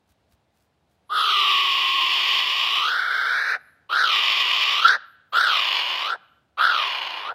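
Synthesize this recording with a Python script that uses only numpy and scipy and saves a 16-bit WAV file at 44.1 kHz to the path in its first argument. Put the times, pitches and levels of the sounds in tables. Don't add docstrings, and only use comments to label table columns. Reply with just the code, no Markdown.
import sys
import numpy as np
from scipy import signal
from scipy.fft import rfft, irfft, next_fast_len
from scipy.io import wavfile
from scipy.ndimage import uniform_filter1d, map_coordinates

SR = 44100
rng = np.random.default_rng(int(sys.argv[2]) if len(sys.argv) > 2 else 0)


def put_to_file(sound):
    columns = np.atleast_2d(sound).T
    safe = np.clip(columns, -1, 1)
    whole_steps = np.round(safe * 32767)
    wavfile.write(sys.argv[1], SR, whole_steps.astype(np.int16))


N = 323694


def amp(db):
    return 10 ** (np.asarray(db) / 20)


def unit(x):
    return x / np.sqrt(np.mean(x ** 2) + 1e-20)


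def even(x):
    size = SR // 32
    power = uniform_filter1d(uniform_filter1d(x ** 2, size), size)
    return x / np.sqrt(np.abs(power) + 1e-12)


def along(points, hz):
    f, v = np.transpose(points)
    return np.interp(np.log(hz + 1), np.log(f + 1), v)


def clock():
    return np.arange(N) / SR


def wobble(rate):
    return map_coordinates(rng.standard_normal(int(N * rate / SR) + 4), [clock() * rate])


def swell(s, length):
    return np.exp(-.5 * ((clock() - s) / length) ** 2)


def step(t, seconds):
    return .5 + .5 * np.tanh(t / (2 * seconds))


def filtered(x, response):
    m = next_fast_len(N + SR // 4)
    return irfft(rfft(x, m) * response(np.fft.rfftfreq(m, 1 / SR)), m)[:N]


def coloured(x, spectrum):
    return unit(filtered(x, lambda hz: amp(along(spectrum, hz))))


def resonance(hz, centre, width):
    return 1j * hz * width / (centre ** 2 - hz ** 2 + 1j * hz * width)


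def delayed(x, seconds):
    return np.interp(clock() - seconds, clock(), x, left=0)


def kiwi(waver=0.029, tone_db=0, fundamental_db=1, pinch_db=-10, unsteady_db=0.76):
    # gain at full tension/dB, exponent of tension, share of the fade, attack/s, release/s
    path_responses = [ (11.5, 0.64, 0.62, 0.031, 0.033), (-8, 1.3, 1, 0.086, 0.055),
                      (2, 1.1, .2, 0.017, 0.0071), (-3.5, 1.5, .88, .05, 0.058), (13, 0.55, 1, 0.034, .045),
                      ]
    # start t/s, end t/s
    break_span = (2.93, 3.7)
    lock_ratio = 3.07
    break_ratio, break_rasp_db, break_s = 1.5, -4, .03
    grunt_db, grunt_s = 7.5, .04
    dull_start_db, dull_s, dull_per_fade = 7.5, 0.23, 0.18

    t = clock()
    age, length, throat_db, rasp_db, growl_db, sizzle_db, flare_db, fade, rough, *posture = cry_now()
    left = length - age
    tension, throat_hz, notch_hz = neck(age, left, *posture)
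    rough, whistle_db, burst_db = surges(rough)
    break_start, break_end = break_span
    broken = step(t - break_start, break_s) * (t < break_end)
    pitch = throat_hz / lock_ratio * break_ratio ** broken
    tight = np.minimum(tension, 1)
    dull_db = dull_start_db * np.exp(-np.abs(age) / dull_s) + dull_per_fade * fade * age

    flow = syrinx(pitch, rough)
    throat, rasp, growl, sizzle, flare = tract(flow, rough, throat_hz, notch_hz, dull_db)

    wavering_pitch = pitch * (1 + waver * (0.671 + rough) * wobble(170))
    phase = 2 * np.pi * np.cumsum(wavering_pitch) / SR
    clean = np.sqrt(2 * np.clip(1 - rough / 0.63, 0, 1)) * amp(1.8 * wobble(90))
    whistle = amp(tone_db) * clean * np.sin(3 * phase)
    fundamental = amp(fundamental_db + pinch_db * tight + 2.0 * wobble(60)) * clean * np.sin(phase)
    throat = saturated(np.sqrt(rough) * throat + whistle, rough)
    rasp = saturated(rasp, rough)
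    growl = even(growl + fundamental)

    layers = throat, rasp, growl, sizzle, flare
    levels = (
        throat_db + whistle_db,
        rasp_db + burst_db + break_rasp_db * broken * tension,
        growl_db + grunt_db * np.exp(-np.abs(left) / grunt_s),
        sizzle_db + burst_db,
        flare_db + burst_db,
    )
    out = np.zeros(N)
    for layer, db, (tight_db, exponent, share, attack, release) in zip(layers, levels, path_responses):
        gate = np.clip(np.minimum(age / attack, left / release), 0, 1)
        out += layer * gate * amp(db + tight_db * tight ** exponent - share * fade * age)
    out = out * amp(unsteady_db * wobble(22))
    return signal.sosfilt(signal.butter(2, 170, "high", fs=SR, output="sos"), out)


def cry_now():
    # t/s, length/s, base levels of throat, rasp, growl, sizzle and flare/dB,
    # fade/(dB/s), base roughness 0-1, base slack resonance f/Hz, opening resonance f/Hz, opening tension,
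    # opening peak after t/s, opening width/s, closed for the last/s, squeezed for the last/s
    cry_rows = [ (1.092, 2.484, -32.5, -20.5, -48.5, -49.5, -87, 1.26, .62, 1174, 1309, 0.8, .06, .165, 0.69, 0.21),
                (3.89, 1.084, -30.5, -21, -46, -51, -75.5, 0, 0.82, 1155, 1512, 1.38, 0.11, .072, 0.12, .04),
                (5.32, .843, -28, -17, -42.5, -47.5, -61.5, 15, 0.95, 1071, 1502, 1.17, .105, .1, .055, .01),
                (6.571, .763, -27, -18, -42.5, -49.5, -74, 26, .98, 999.6, 1454, 1.035, .1, .115, .022, .002),
                ]
    rows = np.array(cry_rows)
    changeovers = (rows[:-1, 0] + rows[:-1, 1] + rows[1:, 0]) / 2
    start, *columns = rows[np.searchsorted(changeovers, clock())].T
    return clock() - start, *columns


def neck(age, left, slack_hz, open_hz, open_tension, peak_s, width_s, closed_s, squeezed_s):
    opening_shape, throat_follows = 1.4, .75
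    close_s, closed_tension, closed_hz = .026, 1.02, 1474.8
    lead_share, lead_ratio, lead_s = .25, .3, .065
    squeeze_tension, squeeze_hz, squeeze_s = 0.55, 110, .04
    sag_hz_per_s = 85
    scoop_hz, scoop_s = 130.4, .03
    notch_ratio, notch_rise_hz = 1.214, 1334

    opening = np.exp(-np.abs((age - peak_s) / width_s) ** opening_shape)
    creep = np.exp(-np.maximum(left - closed_s, 0) / (lead_ratio * closed_s + lead_s))
    closing = lead_share * creep + (1 - lead_share) * step(closed_s - left, close_s)
    squeeze = step(squeezed_s - left, squeeze_s)
    tension = open_tension * opening + closed_tension * closing + squeeze_tension * squeeze

    slack_hz = slack_hz - sag_hz_per_s * age
    opening_rise = (open_hz - slack_hz) * opening ** throat_follows
    closing_rise = (closed_hz - slack_hz) * closing ** throat_follows
    scoop = scoop_hz * np.exp(-np.abs(age) / scoop_s)
    throat_hz = slack_hz + opening_rise + closing_rise + squeeze_hz * squeeze - scoop
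    return tension, throat_hz, notch_ratio * slack_hz + notch_rise_hz * tension


def surges(rough):
    surge_rows = [(1.108, .045, 0.13, -1, -3.5), (1.552, 0.25, 0.27, 7, 0), (1.98, 0.079, 0.24, 5.5, 0),
                  (2.83, 0.029, 0.5, 5.5, 0), (4.626, 0.0098, 0.91, 0.5, 4), (4.858, .009, .15, 12.5, 3.5),
                  (4.885, 0.0042, .9, -3, 8), (4.895, 0.0068, 0.58, 7.5, 1.5)]
    throat_db = treble_db = 0
    for s, length, surge_rough, throat_gain, treble_gain in surge_rows:
        surge = swell(s, length)
        rough = rough + surge * (surge_rough - rough)
        throat_db = throat_db + throat_gain * surge
        treble_db = treble_db + treble_gain * surge
    return np.clip(rough, .02, 1), throat_db, treble_db


def syrinx(pitch, rough, jitter=.33, scatter_db=3, air=1.31, flutter_db=2.0):
    cycles = np.cumsum(pitch * np.exp(jitter * np.sqrt(rough) * wobble(300))) / SR
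    at = np.flatnonzero(np.diff(np.floor(cycles)))
    slaps = np.zeros(N)
    slaps[at] = amp(scatter_db * rough[at] * np.clip(rng.standard_normal(N)[:len(at)], -2, 2))
    puff_s = 0.0046
    puff = signal.lfilter([1], [1, -np.exp(-1 / (puff_s * SR))], slaps)
    flow = unit(slaps) + air * unit(puff * rng.standard_normal(N))
    flow = flow * amp(flutter_db * rough ** 3 * np.clip(wobble(330), -2, 2))
    supply = uniform_filter1d(flow ** 2, size=SR // 90)
    return flow / (np.abs(supply) + 1e-6) ** 0.074


def tract(flow, rough, throat_hz, notch_hz, dull_db, sac_width_hz=55, sac_db=10.0):
    # f/Hz, level/dB
    growl_colour = [(100, -33.5), (260, -12.5), (340, -15), (420, -10), (540, 3), (750, 8), (1000, 3.5),
                    (1400, -22), (2200, -50)]
    # f/Hz, level/dB
    sizzle_colour = [(4000, -40), (6500, -19), (7400, 1), (8500, 1), (9300, -6), (10400, 3.5), (11300, 3),
                     (12500, -1.5), (13700, 5), (15700, -7)]
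    # slack f/Hz, tight f/Hz, width of each of two stages/Hz
    flare_range = (6100, 8700, 1500)
    rasp_lag = 0.37
    dull_hz, dull_edge_hz = 4700, 400

    hz, t, z = signal.stft(flow, SR, nperseg=1024, noverlap=768)
    hz = hz[:, None]
    controls = rough, throat_hz, notch_hz, dull_db
    rough, throat_hz, notch_hz, dull_db = (np.interp(t, clock(), control) for control in controls)
    tight = np.clip((notch_hz - 1350) / 1350, -.1, 1.35)

    throat = throat_pair(hz, throat_hz, tight, rough)
    dulling = amp(-dull_db * step(hz - dull_hz, dull_edge_hz))
    rasp = upper_modes(hz, tight * np.abs(tight) ** rasp_lag, rough) * dulling
    sac = amp(sac_db) * np.sqrt(np.clip(1 - rough ** 6, 0, 1))
    growl = amp(along(growl_colour, hz)) + sac * np.abs(resonance(hz, 372 + 55 * tight, sac_width_hz)) ** 2
    sizzle = amp(along(sizzle_colour, hz)) * np.exp(2j * np.angle(resonance(hz, 9480, 1500)))
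    sizzle = sizzle * (hz / 10400) ** (0.42 * rough ** 4)
    low, high, width = flare_range
    flare = resonance(hz, low + tight * (high - low), width) ** 2

    z = z * hollows(hz, notch_hz, tight, rough)
    paths = throat, rasp, growl, sizzle, flare
    return [even(signal.istft(z * path, nperseg=1024, noverlap=768)[1][:N]) for path in paths]


def throat_pair(hz, throat_hz, tight, rough, slack_width_hz=170, tight_width_hz=240, split=0.074, leak=0.21):
    width = slack_width_hz + tight * (tight_width_hz - slack_width_hz)
    apart = 0.995 + split * tight
    pair = -resonance(hz, throat_hz / apart, width) * resonance(hz, throat_hz * apart, width)
    spill = leak * rough ** 2 * np.clip(1 - tight, 0, 1) ** 2
    skirt = spill * np.abs(resonance(hz, throat_hz * 1.61, 1100)) ** 2
    low_slope = np.minimum(hz / throat_hz, 1)
    return (np.abs(pair) + skirt) * low_slope * np.exp(1j * np.angle(pair))


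def upper_modes(hz, tight, rough, focus=0.52):
    # slack f/Hz, tight f/Hz, width/Hz, relative level/dB
    mode_rows = [(1956, 2000, 73, -4.5), (2525, 3360, 266, -3.5), (2962, 3700, 380, 2),
                 (3454, 4340, 690, -6), (3950, 5350, 670, -8.5)]
    # f/Hz, level/dB
    bill_radiation = [(800, -31), (1500, 0.5), (2100, 1), (3500, 0.5), (5200, 0), (6300, -3.5), (7500, -14),
                      (9000, -27), (15000, -52)]
    modes = np.array([
        amp(db) * resonance(hz, low + tight * (high - low), width)
        for low, high, width, db in mode_rows
    ])
    smear = np.exp(2j * np.angle(modes[1:4]).sum(axis=0))
    focused = np.abs(resonance(hz, 2750 + 850 * tight, 966)) ** (focus * (1 - rough))
    return np.linalg.norm(modes, axis=0) * smear * focused * amp(along(bill_radiation, hz))


def hollows(hz, notch_hz, tight, rough, notch_width_hz=190, notch_db=-15, blur=0.78):
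    # slack f/Hz, tight f/Hz, width/Hz, level/dB
    hollow_rows = [(4000, 6650, 260, -9), (6100, 9400, 350, -9), (8000, 11300, 330, -6),
                   (9000, 12200, 330, -5), (11100, 13300, 420, -8), (12700, 15500, 350, -4)]
    filled = np.clip(blur * rough * (1 - tight), 0, 1)
    total_db = notch_db * (1 - filled) * np.exp(-((hz - notch_hz) / notch_width_hz) ** 2)
    for low, high, width, db in hollow_rows:
        total_db = total_db + db * np.exp(-((hz - low - tight * (high - low)) / width) ** 2)
    return amp(total_db)


def saturated(x, rough, hold=0.13):
    power = np.abs(uniform_filter1d(x ** 2, size=SR // 250)) + 0.045
    return even(x / power ** np.clip(hold * (1 - rough ** 2), 0, .5))


def hisses(width_hz=1700):
    # centre t/s, length (standard deviation)/s, f/Hz, level/dB
    hiss_rows = [(1.203, 0.045, 10600, -46.5), (3.674, 0.062, 11040, -73), (3.999, .03, 10700, -57),
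                 (5.1, 0.034, 11910, -75), (5.41, 0.043, 13500, -54), (6.299, 0.07, 12230, -86.5),
                 (6.642, .025, 10910, -52)]
    air = rng.standard_normal(N)
    out = np.zeros(N)
    for s, length, centre, db in hiss_rows:
        hiss = unit(filtered(air, lambda hz: resonance(hz, centre, width_hz) ** 2))
        out += amp(db) * swell(s, length) * hiss
    return out


def steps(crackle_db=4):
    # swish centre t/s, swish length (standard deviation)/s, swish level/dB, thud level/dB
    step_rows = [(0.106, 0.022, -72, -65), (0.325, 0.015, -65.5, -61), (0.603, 0.042, -71.5, -70),
                 (0.924, 0.032, -76.5, -78)]
    # f/Hz, level/dB
    grass_colour = [(410, -31), (700, -3), (955, -32), (1190, -12), (1540, -7), (1870, -18), (2560, -12),
                    (15500, -18.5)]
    thud_colour = [(30, -27), (80, 20.5), (160, -17), (400, -14), (2000, -50)]  # f/Hz, level/dB
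    swish = coloured(rng.standard_normal(N) * amp(crackle_db * wobble(280)), grass_colour)
    thud = coloured(rng.standard_normal(N), thud_colour)
    out = np.zeros(N)
    for s, length, db, thud_db in step_rows:
        out += amp(db) * swell(s, length) * swish
        out += amp(thud_db) * swell(s + 0.0074, 0.011) * thud
    return out


def garden(x, ground=0.068, wall_db=-17, far_db=-31, tail_db=-29):
    # f/Hz, t60/s
    decay_times = [(200, 0.24), (1300, 0.77), (3000, 0.74), (6000, 0.41), (12000, 0.17)]
    dull = [(300, 2.5), (1400, -4), (3000, -5), (6000, -5.0), (12000, -25.5)]  # f/Hz, level/dB
    hz, t, z = signal.stft(rng.standard_normal(SR), SR, nperseg=256)
    hz = hz[:, None]
    tail_shape = amp(along(dull, hz) - 60 * t / along(decay_times, hz))
    tail = signal.istft(z * tail_shape, SR, nperseg=256)[1]
    trees = amp(tail_db) * signal.fftconvolve(x, tail / np.linalg.norm(tail))[:N]
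    trees = trees * amp(1.5 * wobble(25))
    far = filtered(delayed(x, 0.071), lambda hz: amp(far_db + along(dull, hz)))
    bounce = ground * delayed(x, 0.002057)
    wall = amp(wall_db) * delayed(x, 0.015)
    return x + bounce + wall + far + trees


def night_air():
    # f/Hz, level/dB
    night_colour = [(25, -37.5), (45, -24), (70, 1), (100, -1.5), (200, -4), (400, -10), (700, -7.5),
                    (1200, -16), (2000, -20), (4000, -22.5), (6000, -31.5), (9000, -34.5), (15000, -42.5)]
    return amp(-68.5 + 0.8 * wobble(4.6)) * coloured(rng.standard_normal(N), night_colour)


def scene():
    return (garden(kiwi()) + hisses() + steps() + night_air())[None]


def record(dry):
    top_hz = 15750
    return filtered(dry[0], lambda hz: hz < top_hz)[None]


dry = scene()
out = record(dry)
put_to_file(out)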